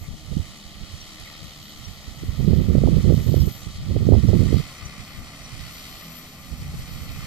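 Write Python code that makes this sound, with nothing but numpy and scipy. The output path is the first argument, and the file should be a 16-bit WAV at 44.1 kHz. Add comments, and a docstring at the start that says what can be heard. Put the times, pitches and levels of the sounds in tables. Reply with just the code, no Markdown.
"""A spraying drone works far off over a rice field, heard from the field's edge.
Two groups of rotors hum and chop the air at different speeds, a thin whine rides on top, and the
ground's reflection hollows the rush. Behind it are a low murmur, distant birds and faint ticks.
Gusts buffet the microphone, mostly its right port (sound opening), and about halfway through
the microphone turns to face the drone."""
import sys
import numpy as np
from scipy import signal
from scipy.fft import rfft, irfft
from scipy.io import wavfile
from scipy.ndimage import uniform_filter1d, minimum_filter1d

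SR = 44100
rng = np.random.default_rng(int(sys.argv[2]) if len(sys.argv) > 2 else 0)


def output_pcm(signal):
    """Save a mono or channel-first signal as 16-bit PCM at the path in sys.argv[1].

    Samples are clipped to [-1, 1] before scaling.
    """
    pcm = np.clip(np.atleast_2d(signal).T, -1, 1) * 32767
    wavfile.write(sys.argv[1], SR, np.round(pcm).astype(np.int16))


N = 320166
TIME = np.arange(N) / SR
FREQS = np.fft.rfftfreq(N, 1 / SR)


def gain_of(db):
    """Turns decibels into a number to multiply a sound by."""
    return 10 ** (np.asarray(db) / 20)


def evened(x):
    """Scales a signal to an average size (rms) of 1."""
    return x / np.sqrt(np.mean(x ** 2) + 1e-20)


def over_frequency(rows):
    """Fills in a table's columns at every frequency."""
    hz, *columns = np.transpose(rows)
    return np.squeeze([np.interp(np.log(FREQS + 1), np.log(hz + 1), column) for column in columns])


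def over_time(rows):
    """Fills in a table's columns at every sample."""
    times, *columns = np.transpose(rows)
    return [np.interp(TIME, times, column) for column in columns]


def drift(rate_hz):
    """A smooth random wobble of size 1, moving up to about rate_hz times a second."""
    return evened(irfft(rfft(rng.standard_normal(N)) * np.exp(-(FREQS / rate_hz) ** 2), N))


def noise(colour):
    """Noise of size 1 with the given colour (its balance of low and high)."""
    return evened(irfft(rfft(rng.standard_normal(N)) * gain_of(over_frequency(colour)), N))


def band(x, low_hz, high_hz):
    """The part of a sound between two frequencies."""
    return irfft(rfft(x) * ((FREQS >= low_hz) & (FREQS < high_hz)), N)


def turned(start_s=4.05, length_s=0.95):
    """How far the microphone has turned toward the drone, from 0 to 1."""
    return np.clip((TIME - start_s) / length_s, 0, 1)


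# how alike the two ports sound: (frequency [Hz], likeness [0-1])
PORT_LIKENESS = [(200, 1), (1250, 0.91), (1600, 1), (2000, 0.52), (4000, 0.58), (8000, 0.34), (9550, 0)]
# how far the left port's wave leads: (frequency [Hz], drone aside [radians], drone ahead [radians])
LEFT_LEAD = [(100, -1.5, 0.5), (1280, 1.03, -0.5), (1550, -2, -0.6), (1870, 0, -1), (2085, 2.3, -1),
             (2383, -3.5, -1.5), (2710, -3.5, -5), (3040, -6, -5), (4040, -6.5, -4.5), (4780, -8, -8),
             (5760, -8.5, -7), (6960, -13, -11), (8900, -14, -13.5), (12000, -17, -12.5), (15000, -20, -18)]
def ports(left_spectrum, other_spectrum):
    """Left and right sound: the right is partly like the left, shifted as the microphone turns."""
    likeness = np.clip(over_frequency(PORT_LIKENESS), 0, 1)
    right_spectrum = likeness * left_spectrum + np.sqrt(1 - likeness ** 2) * other_spectrum
    aside, ahead = over_frequency(LEFT_LEAD)
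    steps = np.linspace(0, 1, 5)  # blend through five positions of the turn
    views = [irfft(right_spectrum * np.exp(-1j * (aside + step * (ahead - aside))), N) for step in steps]
    weights = [np.interp(turned(), steps, row) for row in np.eye(len(steps))]
    right = np.sum(np.multiply(views, weights), axis=0)
    return np.array([irfft(left_spectrum, N), right])


# colour of the murmur: (frequency [Hz], level [dB])
MURMUR_COLOUR = [(20, 2), (60, 3.5), (170, -3.5), (240, -5.5), (330, -7), (450, -16.5), (900, -29)]
def murmur(level_db=-49.5):
    """The low, steady noise of open country."""
    return gain_of(level_db) * ports(rfft(noise(MURMUR_COLOUR)), rfft(noise(MURMUR_COLOUR)))


# bird calls: (time [s], length [s], start pitch [Hz], end pitch [Hz], level [dB])
BIRD_CHIRPS = [(0.029, .06, 2300, 2220, -56), (0.307, .04, 3900, 3500, -58), (.44, .04, 2350, 2120, -55),
               (1, .03, 6040, 5560, -47), (1.246, .05, 2410, 1990, -50), (1.84, .03, 5500, 6130, -46),
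               (3.39, 0.045, 5700, 4900, -44), (4.27, .03, 5470, 5900, -50), (4.848, .025, 6220, 5640, -44),
               (5.43, 0.038, 6040, 5590, -48)]
def birds(boost_db=6.0, waver_hz=133.0):
    """Small birds give short gliding whistles, unsteady over the distance."""
    out = np.zeros(N)
    waver = waver_hz * drift(208)
    for start, length, start_hz, end_hz, db in BIRD_CHIRPS:
        progress = np.clip((TIME - start) / length, 0, 1)
        cycles = np.cumsum(start_hz + (end_hz - start_hz) * progress + waver) / SR
        out += gain_of(db + boost_db) * np.sin(np.pi * progress) * np.sin(2 * np.pi * cycles)
    return ports(rfft(out), rfft(out) * 1j)


# faint dry ticks close by: (time [s], level [dB])
TICKS = [(.922, -47), (1.2, -43), (2.245, -47), (3.025, -43), (3.494, -45), (4.675, -46), (6.955, -45)]
def ticks(decay_s=0.003):
    """Tiny bright snaps of noise that die at once."""
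    loudness = sum(gain_of(db) * (TIME >= at) * np.exp(-abs(TIME - at) / decay_s) for at, db in TICKS)
    return loudness * evened(band(rng.standard_normal((2, N)), low_hz=5500, high_hz=12000))


# gusts striking the microphone: (time [s], length [s], left level [dB], right level [dB])
GUSTS = [(0, 0.029, -50, -32), (0.087, 0.052, -31, -44), (0.307, 0.1, -44, -25), (0.798, .04, -52, -32),
         (0.919, 0.036, -49, -34), (1.196, 0.047, -58, -42.5), (1.41, 0.067, -38, -55),
         (1.879, 0.024, -52, -32.5), (2.07, 0.049, -52, -33.5), (2.222, 0.096, -35, -30),
         (2.391, 0.14, -37, -18.5), (2.481, 0.13, -34, -13), (2.686, 0.3, -30, -13), (3.055, .11, -33, -11),
         (3.183, 0.055, -35, -25), (3.269, 0.19, -39, -14.5), (3.669, 0.023, -47, -27.5),
         (3.76, 0.08, -32.5, -36), (3.89, .19, -31.5, -18.5), (4.089, 0.085, -37, -8.5),
         (4.24, 0.18, -33, -12), (4.448, 0.038, -36, -17.5), (4.512, 0.068, -45, -13),
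         (4.831, 0.035, -33, -48), (5.148, 0.064, -34.5, -45), (5.525, 0.14, -49, -34.5),
         (6.514, .025, -48, -28.5), (6.601, 0.22, -34.5, -33), (6.907, 0.4, -41, -32.5)]
def gust_levels(rise_db_per_s=600, fall_db_per_s=526, linger_s=0.2, light_air_db=(-51.5, -46.5)):
    """Wind strength in dB at each port: gusts rise, hold and fall over lightly stirring air."""
    power = np.array([gain_of(db + 3.5 * drift(12)) ** 2 for db in light_air_db])
    for start, length, left_db, right_db in GUSTS:
        near = abs(TIME - start - length / 2) < 0.5
        before = np.maximum(start - TIME[near], 0)
        after = np.maximum(TIME[near] - start - length, 0)
        # long gusts die away more slowly
        core_db = -rise_db_per_s * before - fall_db_per_s * after / (1 + length / linger_s)
        fringe_db = -7 - 128 * (before + 2 * after)  # weaker air around the gust
        power[:, near] += gain_of(np.maximum(core_db, fringe_db) + [[left_db], [right_db]]) ** 2
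    return 10 * np.log10(power)


# colour of gentle wind: (frequency [Hz], level [dB])
BREEZE_COLOUR = [(12, -33), (20, 1), (76, 3), (138, -0.5), (247, -13.5), (282, -25), (405, -58), (450, -27),
                 (580, -71), (990, -120)]
# colour of strong wind: (frequency [Hz], level [dB])
GALE_COLOUR = [(12, -46), (20, -12.5), (66, 2.5), (146, 0), (256, -10), (300, -20.5), (327, -14.5),
               (456, -20), (983, -50), (1190, -43), (1300, -52.5), (1690, -64), (2860, -120)]
def eddies(db, boost_db, gale_db, breeze_db=-34.0, calm_db=-47.5, lumpy_db=3.0, burstiness=0.86):
    """Swirls of air at one port: stronger gusts sound brighter; big swirls shed small ones in bursts."""
    power = gain_of(db) ** 2
    loudness = np.sqrt(np.maximum(power - gain_of(calm_db) ** 2, power / 6))
    force = np.clip((db - breeze_db) / (gale_db - breeze_db), 0, 1)
    flow = np.sqrt(1 - force) * noise(BREEZE_COLOUR) + np.sqrt(force) * noise(GALE_COLOUR)
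    flow *= gain_of(lumpy_db * drift(36))
    big = band(flow, low_hz=0, high_hz=360)
    bursts = evened(abs(signal.hilbert(big)) ** burstiness)  # follows the strength of the big swirls
    small = (flow - big) * bursts / np.sqrt(uniform_filter1d(bursts ** 2, size=4000) + 1e-9)
    flow = big + small
    local_size = np.sqrt(uniform_filter1d(flow ** 2, size=3000) + 1e-9)
    return gain_of(boost_db) * loudness * flow / local_size


def wind():
    """Each port meets its own swirling air and rumbles."""
    left_db, right_db = gust_levels()
    left = eddies(left_db, boost_db=1.5, gale_db=-1.0)
    right = eddies(right_db, boost_db=1.06, gale_db=-16.0)
    return np.array([left, right])


# single swirls hitting the right port: (time [s], level [dB], half width [s])
WIND_THUMPS = [(0.335, -13.5, 0.0032), (0.37, -6.5, 0.0014), (0.403, -11, 0.0025), (2.236, -18, 0.00091),
               (2.296, -11, 0.0031), (2.479, -10, 0.00086), (2.754, -3, 0.00072), (2.838, -3.5, 0.00064),
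               (2.875, -12.5, 0.00043), (2.887, -5, 0.00073), (3.063, -18, 0.00064), (3.107, -6, 0.00069),
               (3.124, -4, 0.00072), (3.343, -5, 0.00063), (3.409, -4.5, 0.0033), (3.965, -8.5, 0.00066),
               (4.090, 3, 0.0007), (4.123, -3, 0.00061), (4.137, -12, 0.00043), (4.153, -11, 0.00052),
               (4.251, -5.5, 0.0013), (4.333, -6.5, 0.00063), (4.529, -3.5, 0.00078)]
def thumps(left_db=-46.0):
    """A swirl of air crosses the port: a push, a sharp suck and a push again."""
    out = np.zeros(N)
    for at, db, half_width in WIND_THUMPS:
        offset = (TIME - at) / half_width
        out += gain_of(db) * (offset ** 2 - 1) * np.exp(-np.minimum(offset ** 2 / 2, 50))
    return out * gain_of([[left_db], [0]])


# the whine's changing pitch: (time [s], pitch [Hz])
WHINE_PITCH = [(0, 12750), (.8, 12770), (1.1, 12840), (1.5, 13000), (2, 13095), (2.65, 13070), (3.2, 13175),
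               (3.55, 13230), (3.75, 13330), (3.9, 13170), (4.5, 13185), (4.95, 13130), (5.2, 13180),
               (5.65, 13190), (6.1, 13215), (6.6, 13165), (6.85, 13205), (7.26, 13125)]
# the whine's changing strength: (time [s], level [dB])
WHINE_LEVEL = [(0, -50), (.09, -65), (.9, -66), (1.3, -60), (2.06, -57.5), (3.05, -58.5), (3.2, -52.5),
               (3.53, -45.5), (3.72, -68), (4.6, -55.5), (4.97, -64), (5.16, -56), (5.52, -64), (5.74, -50),
               (6.16, -47), (6.55, -58), (6.9, -51), (7.26, -51)]
# tones that make up the whine: (distance from its pitch [Hz], level [dB])
WHINE_TONES = [(2, -2), (-280, -7), (271, -14), (-420, -19)]
def whine(wander_hz=8.0, flutter_db=2.5, fading_db=2.5, hiss_db=-15.0, right_db=-14.0):
    """The drone's thin whistle: close tones in a narrow hiss, each fading and fluttering on its own."""
    (hz,), (db,) = over_time(WHINE_PITCH), over_time(WHINE_LEVEL)
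    cycles = np.cumsum(hz + wander_hz * drift(25)) / SR
    out = gain_of(hiss_db) * np.array([drift(330), drift(330)]) * np.sin(2 * np.pi * cycles)
    for offset_hz, tone_db in WHINE_TONES:
        wobble_db = flutter_db * np.array([drift(50), drift(50)]) + fading_db * drift(8)
        out += gain_of(tone_db + wobble_db) * np.sin(2 * np.pi * (cycles + offset_hz * TIME))
    return np.sqrt(2) * out * gain_of(db) * gain_of([[0], [right_db]])


# motor-like tones, lowest first: (pitch [Hz], level [dB], pitch wander [Hz])
MOTOR_TONES = [(201.6, -58.5, 0.61), (1060, -68.5, 1.57), (1170, -64, 5.9), (1212, -65.5, 5.7),
               (1250, -79, 7.1)]
def motors(fading_db=2.5, approach_db=6.0, approach_s=5.2):
    """Gently wavering tones; all but the lowest grow as the drone comes nearer."""
    nearer_db = approach_db * np.clip(TIME / approach_s - 1, -1, 0)
    out = np.zeros(N)
    for row, (hz, db, wander_hz) in enumerate(MOTOR_TONES):
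        cycles = np.cumsum(hz + wander_hz * drift(7.26)) / SR
        out += gain_of(db + (row > 0) * nearer_db + fading_db * drift(7)) * np.sin(2 * np.pi * cycles)
    return np.sqrt(2) * out


# blade passes per second and depth of chop for the slow and the (mostly) fast rotor group:
# (time [s], slow rate [Hz], fast rate [Hz], slow chop [0-1], fast chop [0-1])
ROTOR_MOTION = [(0, 76, 70, 0.1, 0.18), (.6, 76.5, 73, 0.6, .3), (.95, 77.8, 79, 0.4, .25),
                (1.5, 76.3, 105, 0.94, .25), (1.9, 75, 75, 0.32, .25), (2.6, 75.3, 85, .4, 0.21),
                (2.9, 74.5, 94, 0.1, 0.44), (3.35, 74.7, 70, 0.7, .25), (3.9, 70.5, 82, 0.2, 0.16),
                (4.3, 70, 104, 0.39, .4), (4.65, 69.7, 80.5, 0.5, 0.34), (4.9, 71.5, 85, 0.6, 0.13),
                (5.25, 69.5, 80, 0.4, .2), (5.8, 69.3, 84, 0.55, 0.36), (6.4, 69.2, 81, 0.1, .2),
                (7.26, 70, 87, .25, .2)]
def rotor_groups(unsteady_hz=0.696):
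    """For each slightly unsteady rotor group: a running count of blade passes, and its chop depth."""
    slow_hz, fast_hz, slow_chop, fast_chop = over_time(ROTOR_MOTION)
    return [(np.cumsum(hz + unsteady_hz * drift(5.9)) / SR, chop)
            for hz, chop in [(slow_hz, slow_chop), (fast_hz, fast_chop)]]


# tones in the hum: (multiple of the blade rate, slow group level [dB], fast group level [dB])
BLADE_TONES = [(1, -72, -71), (2, -60.5, -54.5), (3, -66, -59.5), (4, -68, -70.5), (5, -83.5, -74.5),
               (7, -80, -77), (8, -78.5, -74.5), (9, -80, -72)]
# how the hum swells: (time [s], slow group level [dB], fast group level [dB])
HUM_SWELL = [(0, 0.5, -12), (2, 3.5, -15.5), (4.5, 5.5, -3), (5.8, 0, 1), (7.26, 10, 2)]
def rotor_hum(groups, fading_db=4.0, fading_hz=7.0):
    """The blades hum at multiples of their passing rate; each tone fades in and out over the distance."""
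    out = np.zeros(N)
    for multiple, *tone_dbs in BLADE_TONES:
        for (passes, _), swell_db, tone_db in zip(groups, over_time(HUM_SWELL), tone_dbs):
            loudness = gain_of(tone_db + swell_db + fading_db * drift(fading_hz))
            out += loudness * np.sin(2 * np.pi * (multiple * passes + rng.random()))
    return np.sqrt(2) * out


def ground(delay_s, strength, fade_hz):
    """The ground's echo comes just late, lifting some pitches, hollowing others; grass eats its highs."""
    echo = strength / np.sqrt(1 + (FREQS / fade_hz) ** 2)
    return abs(1 + echo * np.exp(-2j * np.pi * FREQS * delay_s))


# narrow peaks and dips that hollow the rush: (frequency [Hz], width [Hz], level [dB])
RUSH_PEAKS_AND_DIPS = [(1630, 140, -3), (2710, 220, -5), (2970, 320, 2.5), (3600, 200, -0.5),
                       (4380, 300, 2.5), (5240, 340, 0), (9600, 420, -3.5)]
def rush_peaks_and_dips():
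    """Some narrow bands are louder and others quieter, so the rush sounds hollow."""
    return gain_of(sum(db / (1 + (2 * (FREQS - hz) / width) ** 2)
                       for hz, width, db in RUSH_PEAKS_AND_DIPS))


# how the turn changes the rush: (frequency [Hz], level change [dB])
FACING_COLOUR = [(1000, 0.5), (1600, -1), (2250, 1), (3400, -1.5), (5200, 1.3), (6900, -1.5), (8000, 1.8),
                 (14000, 1)]
def facing(sound):
    """The colour shifts as the microphone comes round to face the drone."""
    half_change = gain_of(over_frequency(FACING_COLOUR) / 2)
    aside = irfft(rfft(sound) / half_change, N)
    ahead = irfft(rfft(sound) * half_change, N)
    return (1 - turned()) * aside + turned() * ahead


# colour of the rush: (frequency [Hz], left level [dB], right level [dB])
RUSH_COLOUR = [(150, -9, -1.5), (450, -11.5, -6.5), (940, -3.5, -4.5), (1760, -9, -7), (2023, -0.5, -2.5),
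               (2350, 0.6, -5), (2980, -3, -1.9), (4600, -2, -4.5), (5310, -4, -6.5), (7130, -12, -8.5),
               (9000, -12.5, -11.5), (9820, -17, -32), (10960, -11, -18), (15000, -28.5, -26)]
# how the rush swells in three bands, low to high: (time [s], body [dB], hiss [dB], fizz [dB])
RUSH_SWELL = [(0, -5.5, -5.5, -2), (.45, -1.5, -1, 0.5), (.78, -2.5, -.5, -2.5), (1.05, -1, 0.7, 2),
              (1.35, 1.5, 2, -0.5), (1.66, -2, 0.5, 0.5), (2.2, -0.3, -1, -0.3), (2.68, 1.1, -0.3, -1.5),
              (3.05, 1.5, 2.5, 2), (3.66, -1, -0.4, 2.5), (3.98, -0.7, -1.5, -2.5), (4.55, 4.5, 4.5, 4.5),
              (4.85, 4, -0.5, 1), (5.3, 2, -2, -0.5), (5.8, 3.5, 3.5, 3.5), (6.42, -1.5, -3.5, -1.2),
              (6.8, .8, -1, .8), (7.26, 5, 0.9, 2.8)]
def rotor_rush(groups, level_db=-47.5, sharpness=2.0, shimmer_db=0.42, patchy_db=0.88):
    """Each passing blade throws a puff of hiss; moving air makes the distant sound swell and shimmer."""
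    power = 0
    for passes, chop in groups:
        puff = np.exp(sharpness * np.cos(2 * np.pi * passes))
        power = power + 1 - chop + chop * puff / puff.mean()
    air = ports(*rfft(np.sqrt(power) * rng.standard_normal((2, N))))
    reflection = np.array([ground(delay_s=0.001542, strength=0.61, fade_hz=1500),
                           ground(delay_s=0.001591, strength=0.47, fade_hz=1700)])
    rush = irfft(rfft(air) * gain_of(over_frequency(RUSH_COLOUR)) * reflection * rush_peaks_and_dips(), N)
    rush /= np.std(band(rush, 2700, 5400))  # the hiss band sets the scale
    body, hiss, fizz = over_time(RUSH_SWELL)
    bands = [(0, 1000, 0.25 * body), (1000, 2700, body), (2700, 5400, hiss), (5400, SR, fizz)]
    swelling = sum(band(rush, low, high) * gain_of(db + patchy_db * drift(23)) for low, high, db in bands)
    return swelling * gain_of(level_db + shimmer_db * drift(43))


def scene():
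    """The drone over the country's murmur, birds and ticks, with wind close on the microphone."""
    groups = rotor_groups()
    drone = facing(rotor_rush(groups)) + rotor_hum(groups) + motors() + whine()
    return drone + murmur() + birds() + ticks() + wind() + thumps()


def record(dry, ceiling=1.0, cutoff_hz=15350):
    """A limiter turns down the hardest buffets, then a filter removes the very highest sounds."""
    peak = -minimum_filter1d(-np.maximum(abs(dry), ceiling), size=400, axis=1)
    limited = dry * uniform_filter1d(ceiling / peak, size=400, axis=1)
    lowpass = signal.firwin(511, cutoff_hz, window=("kaiser", 9), fs=SR)
    return signal.oaconvolve(limited, lowpass[None], "same")


dry = scene()
out = record(dry)
output_pcm(out)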